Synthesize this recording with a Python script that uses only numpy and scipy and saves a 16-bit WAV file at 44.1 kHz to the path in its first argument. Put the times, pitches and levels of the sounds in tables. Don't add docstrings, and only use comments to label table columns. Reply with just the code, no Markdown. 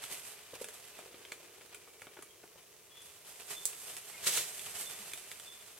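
import sys
import numpy as np
from scipy import signal
from scipy.fft import rfft, irfft, next_fast_len
from scipy.io import wavfile

SR = 44100
rng = np.random.default_rng(int(sys.argv[2]) if len(sys.argv) > 2 else 0)


def log_audio(samples):
    frames = np.atleast_2d(samples).T
    limited = np.clip(frames, -1, 1)
    pcm = np.round(limited * 32767).astype(np.int16)
    wavfile.write(sys.argv[1], SR, pcm)


N = 255339
TIME = np.arange(N) / SR


def from_db(db):
    return 10 ** (np.asarray(db) / 20)


def rms_one(x):
    return x / np.sqrt(np.mean(x ** 2) + 1e-20)


def energy_one(x):
    return x / np.sqrt(np.sum(x ** 2, axis=-1, keepdims=True) + 1e-20)


def in_time(rows):
    s, *columns = np.transpose(rows)
    return [np.interp(TIME, s, c) for c in columns]


def at_hz(points, hz):
    f, value = np.transpose(points)
    return np.interp(np.log(hz + 1), np.log(f), value)


def panned(left_db):
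    return from_db(np.array([[.5], [-.5]]) * left_db)


def drift(per_s):
    knots = rng.standard_normal(4096)
    return rms_one(np.interp(TIME * per_s, np.arange(len(knots)), knots))


def surge(peak_s, rise_s, decay_s):
    t = TIME - peak_s
    return np.exp(-(np.minimum(t, 0) / rise_s) ** 2 - np.maximum(t, 0) / decay_s)


def resonate(x, hz, width_hz):
    r = np.exp(-np.pi * abs(width_hz) / SR)
    feedback = [1, -2 * r * np.cos(2 * np.pi * hz / SR), r * r]
    return signal.lfilter(np.array([1, 0, -1]) * (1 - r * r) / 2, feedback, x + 1e-18)


def ring(x, resonances):
    return sum((-1) ** k * from_db(db) * resonate(x, hz, width)
               for k, (hz, width, db) in enumerate(resonances))


def add(out, s, sound):
    start = max(int(s * SR), 0)
    out[..., start:start + sound.shape[-1]] += sound[..., :N - start]


# (frequency [Hz], correlation [ratio])
COHERENCE = [(100, 0.6), (1200, 0.65), (3400, 0.67), (4500, 0.1), (8000, 0.1), (12500, 0.043),
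             (16000, 0.13)]
def spread(pair, left_lag_s=.000032):
    size = next_fast_len(pair.shape[-1])
    hz = np.fft.rfftfreq(size, 1 / SR)
    angle = np.arcsin(np.clip(at_hz(COHERENCE, hz), -1, 1)) / 2
    spectra = rfft(pair, size)
    spectra = np.cos(angle) * spectra + np.sin(angle) * spectra[::-1]
    spectra[0] *= np.exp(-2j * np.pi * hz * left_lag_s)
    return irfft(spectra, size)[:, :pair.shape[-1]]


def coloured(pair, spectrum):
    size = next_fast_len(N)
    gain = from_db(at_hz(spectrum, np.fft.rfftfreq(size, 1 / SR)))
    return rms_one(irfft(rfft(spread(pair), size) * gain, size)[:, :N])


def canopy(x, near_db, near_s, far_db, far_s):
    t = np.arange(SR // 2) / SR
    near = energy_one(rng.standard_normal((2, len(t))) * np.exp(-t / near_s) * (t > .001))
    far = energy_one(rng.standard_normal((2, len(t))) * np.exp(-t / far_s) * (t > .008))
    echoes = spread(from_db(near_db) * near + from_db(far_db) * far)
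    return x + signal.fftconvolve(x, echoes, axes=1)[:, :N]


# (frequency [Hz], relative spectral density [dB])
AIR_SPECTRUM = [(15, -72), (25, -22), (97, -11.5), (217, -17), (344, -31), (427, -2.5), (476, -15),
                (714, -14.5), (775, -28), (962, -17), (1040, -15), (1400, -25), (1650, -39), (5880, -15.5),
                (16000, -19.5)]
# (time [s], level [dB])
HOLLOW_LEVELS = [(0, -74), (0.85, -73), (1.15, -62), (2.1, -68), (3.2, -72.5), (5.79, -71.5)]
def hush(air_db=-61):
    air = from_db(air_db) * coloured(rng.standard_normal((2, N)), AIR_SPECTRUM)
    hollow_db, = in_time(HOLLOW_LEVELS)
    hollow = resonate(spread(rng.standard_normal((2, N))), hz=373, width_hz=123)
    hollow = resonate(hollow, hz=454, width_hz=230)
    return air + from_db(hollow_db) * rms_one(hollow)


def thrum(hz=204):
    return from_db(-56) * surge(5.01, rise_s=.015, decay_s=.015) * np.sin(2 * np.pi * hz * TIME)


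# (peak time [s], relative level [dB], pitch [Hz])
BIRD_NOTES = [(0.952, -55, 2630), (2.305, -57, 3230), (2.93, -51, 3356), (2.983, -47.5, 3450),
              (3.575, -42, 3510), (4.144, -47, 2130), (4.181, -49, 2470), (4.871, -43, 3520),
              (5.488, -43, 3520)]
def birds(trill_start_s=1.86, trill_step_s=.046, echo_s=.05, echo_db=-7):
    notes = np.zeros(N)
    quaver = 1 + .015 * drift(per_s=600)
    far_trill = [(trill_start_s + k * trill_step_s, -58, 2277) for k in range(9)]
    for s, db, hz in BIRD_NOTES + far_trill:
        width_s = .0338 * (hz / 3515) ** 1.9
        along = np.clip((TIME - s) / width_s, -4, 4)
        pitch = hz * (1 + .0043 * along) * quaver
        notes += from_db(db) * np.exp(-3 * along ** 2) * np.sin(2 * np.pi * np.cumsum(pitch) / SR)
    echo = from_db(echo_db) * np.interp(TIME - echo_s, TIME, notes)
    song = from_db(-5.5) * (notes + echo) * panned(-.5)
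    return canopy(song, near_db=-4, near_s=.03, far_db=-4, far_s=.14)


def leaf_ticks(per_s, size_db, rub):
    sizes = from_db(size_db * np.minimum(rng.exponential(1, (2, N)), 5))
    signs = rng.choice([-1, 1], (2, N))
    ticks = sizes * signs * (rng.random((2, N)) < per_s / SR) / np.sqrt(per_s)
    t = np.arange(SR // 40) / SR
    decay = np.exp(-t / .00041) + .25 * np.exp(-t / .012)
    blurs = energy_one(rng.standard_normal((6, 2, len(t))) * decay)
    spray = rng.integers(0, len(blurs), N)
    crackle = sum(signal.oaconvolve(ticks * (spray == k), blur, axes=1)[:, :N]
                  for k, blur in enumerate(blurs))
    return rms_one(crackle) + rub * rng.standard_normal((2, N))


# (time [s], relative low level [dB], relative crisp level [dB])
RUSTLE_LEVELS = [(0.0, -54, -57.5), (0.19, -56.5, -52), (0.39, -58.5, -60), (0.79, -60.5, -59),
                 (1.06, -60, -62), (2.69, -67, -68.5), (2.92, -65, -67), (3.14, -63.5, -62.5),
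                 (3.3, -62, -61.5), (3.48, -57, -52), (3.84, -58.5, -51), (3.97, -59, -53),
                 (4.26, -53.5, -52.5), (4.39, -57.5, -49.5), (4.56, -54, -47.5), (5.01, -53.5, -50),
                 (5.55, -60.5, -57.5), (5.79, -61.5, -58.5)]
# (peak time [s], low level [dB], relative crisp level [dB], decay time [s])
LEAF_SWISHES = [(0.04, -49.5, -48, 0.035), (0.133, -47, -45, 0.057), (0.276, -54, -49, 0.058),
                (0.553, -51.5, -54, 0.026), (0.621, -53, -46.5, .014), (0.744, -57.5, -53, .022),
                (0.985, -55.5, -60.5, 0.045), (1.062, -61, -59, 0.016), (1.732, -53, -63, .015),
                (2.586, -58, -65.5, 0.018), (3.06, -66, -59, 0.078), (3.291, -57, -53.5, 0.067),
                (3.411, -55.5, -58, 0.042), (3.516, -45, -42, 0.029), (3.733, -49.5, -57, 0.012),
                (3.9, -51.5, -49, 0.085), (4.667, -46, -47, 0.018), (4.758, -45.5, -45, 0.019),
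                (4.81, -50, -42, 0.065), (5.683, -58.5, -58, .02)]
# (frequency [Hz], relative spectral density [dB])
LOW_SPECTRUM = [(15, -54), (25, -22), (90, -6), (172, -4.5), (286, -10), (408, 1.5), (477, -2.5),
                (665, -0.5), (812, -2.5), (1440, -1.5), (1730, -1.5), (2200, -0.5), (3000, 1), (5000, -9),
                (6500, -15), (11000, -120)]
CRISP_SPECTRUM = [(2350, -40), (4000, -15.5), (5410, -11), (8550, -1), (9660, -5.5), (11400, -3.5),
                  (14600, -12.5), (16000, -29.5)]
def foliage(rise_share=.58, crisp_left_db=-4):
    low_db, crisp_db = in_time(RUSTLE_LEVELS)
    low, crisp = from_db(low_db + 1), from_db(crisp_db + 1.04)
    for s, low_db, crisp_db, decay_s in LEAF_SWISHES:
        swell = surge(s, rise_share * decay_s, decay_s)
        low = np.hypot(low, from_db(low_db) * swell)
        crisp = np.hypot(crisp, from_db(crisp_db + 1.5) * swell)
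    ticks_per_s = 1300 * (crisp / from_db(-54) + .033) ** .7
    flutter = from_db(.89 * drift(per_s=55))
    ticks = leaf_ticks(ticks_per_s, size_db=3, rub=.63) * flutter
    low_rustle = low * coloured(ticks, LOW_SPECTRUM) * panned(.46)
    crisp_rustle = crisp * coloured(ticks, CRISP_SPECTRUM) * panned(crisp_left_db)
    return low_rustle + crisp_rustle


# (time [s], level [dB], pitch [Hz])
BOUGH_KNOCKS = [(0.532, -40, 486), (0.612, -34.5, 485), (1.058, -49, 440), (1.142, -50, 400),
                (2.018, -48.5, 530), (2.187, -48, 377), (2.437, -45.5, 410), (2.555, -51.5, 553)]
def boughs(rise_s=.0036, rebound_s=.012, rebound_db=-19):
    out, t = np.zeros((2, N)), np.arange(SR // 20) / SR
    dull = signal.butter(2, [70, 900], "band", fs=SR, output="sos")
    contact = t / rise_s * np.exp(1 - t / rise_s)
    for s, db, hz in BOUGH_KNOCKS:
        bump = contact ** 3 * np.sin(2 * np.pi * hz * t)
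        scuff = contact * rms_one(signal.sosfilt(dull, rng.standard_normal(len(t))))
        scuff_db = db / 2 - 32.5
        knock = (from_db(db) * bump + from_db(scuff_db) * scuff) * panned(1.1)
        add(out, s, knock)
        add(out, s + rebound_s, from_db(rebound_db) * knock)
    return canopy(out, near_db=-11, near_s=.023, far_db=-9, far_s=.13)


def splinters(t, length_s, clean_share):
    swell = np.exp(-np.abs(t) / (length_s * np.where(t < 0, .5, 1)))
    fibres = energy_one(rng.standard_normal(len(t)) * (rng.random(len(t)) < .3) * swell)
    impulse = np.diff(t >= 0, prepend=False)
    return clean_share * impulse + np.sqrt(1 - clean_share ** 2) * fibres


# (frequency [Hz], width [Hz], relative gain [dB])
SNAP_BODY_COLOUR = [(118, 96, 4), (410, 95, 7), (583, 147, 4), (1090, 205, 1), (1440, 330, 0),
                    (2330, 500, -1.5), (3340, 420, 0), (5130, 6100, -10)]
SNAP_CRACK_COLOUR = [(5560, 820, -16), (8140, 1950, 2), (11050, 490, 4), (14000, 4200, -11)]
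# (time [s], relative level [dB], pitch [Hz], crispness [dB])
TWIG_SNAPS = [(0.037, -38, 2430, -9), (0.641, -39, 2460, -6.5), (0.684, -42.5, 2500, -6.5),
              (0.986, -42, 560, -13), (1.141, -48.5, 1800, -25), (1.249, -42.5, 2180, -21),
              (1.318, -33.5, 1820, -13.5), (1.608, -48, 1250, -27), (1.744, -42.5, 2000, -7),
              (1.872, -49.5, 646, -38), (2.017, -41, 1440, -13.5), (2.067, -42.5, 684, -30),
              (2.168, -43, 597, -35), (2.187, -46, 950, -20), (2.222, -45, 610, -5),
              (2.433, -49.5, 535, -25), (3.017, -57, 3440, 2), (3.6525, -39.5, 3220, 11),
              (3.965, -39.5, 3200, -5.5), (4.371, -34, 1690, -22), (4.592, -39.5, 2940, -6),
              (5.133, -34.5, 2400, -8), (5.173, -43, 3170, -5.5), (5.313, -38, 2700, -10.5),
              (5.396, -44, 1870, -5.5)]
def twigs(lead_s=.008, break_delay_s=.0024):
    bodies, cracks = np.zeros((2, N)), np.zeros((2, N))
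    t = np.arange(SR // 16) / SR - lead_s - break_delay_s
    dull = signal.butter(2, 5500, fs=SR, output="sos")
    bright = signal.butter(2, 2500, "high", fs=SR, output="sos")
    for s, db, hz, crisp_db in TWIG_SNAPS:
        thinness = min(hz / 2000, 1)
        length_s = .0034 / (1 + from_db(crisp_db)) / thinness ** .16
        clean_share = .53 * thinness ** 1.1
        breaks = np.array([splinters(t, length_s, clean_share) for side in range(2)])
        body = signal.sosfilt(dull, resonate(ring(breaks[0], SNAP_BODY_COLOUR), hz, width_hz=2.16 * hz))
        crack = signal.sosfilt(bright, ring(breaks, SNAP_CRACK_COLOUR))
        add(bodies, s - lead_s, from_db(db + 18) * energy_one(body) * panned(1))
        add(cracks, s - lead_s, from_db(db + crisp_db + 25) * energy_one(crack) * panned(-3))
    bodies = canopy(bodies, near_db=-5, near_s=.018, far_db=-13, far_s=.06)
    cracks = canopy(cracks, near_db=-1, near_s=.018, far_db=-8, far_s=.055)
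    return bodies + cracks


# (peak time [s], relative level [dB], rise time [s], decay time [s])
BRANCH_WHIPS = [(4.252, -40, 0.022, 0.034), (4.276, -26.5, 0.012, 0.025), (4.352, -33.5, 0.051, 0.069),
                (4.375, -30.5, 0.0097, 0.032)]
# (frequency [Hz], relative spectral density [dB])
SLAP_SPECTRUM = [(40, -37), (160, -11), (290, -22), (410, -4.5), (800, -10.5), (1400, -8), (1700, -5),
                 (2500, -5.5), (3150, -1.5), (4700, -5.5), (8000, -1.5), (9800, -8), (11200, -5),
                 (15800, -17)]
def leap():
    power = sum((from_db(db) * surge(s, rise, decay)) ** 2 for s, db, rise, decay in BRANCH_WHIPS)
    slaps = coloured(leaf_ticks(per_s=9000, size_db=2.5, rub=.38), SLAP_SPECTRUM)
    body = signal.sosfiltfilt(signal.butter(2, 4200, fs=SR, output="sos"), slaps)
    treble = from_db(2) * (slaps - body)
    return np.sqrt(power) * (body * panned(.24) + treble * panned(-3))


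def scene():
    return foliage() + leap() + twigs() + boughs() + thrum() + birds() + hush()


def record(dry, cutoff_hz=15850):
    return signal.sosfilt(signal.ellip(12, .1, 80, cutoff_hz, fs=SR, output="sos"), dry)


dry = scene()
out = record(dry)
log_audio(out)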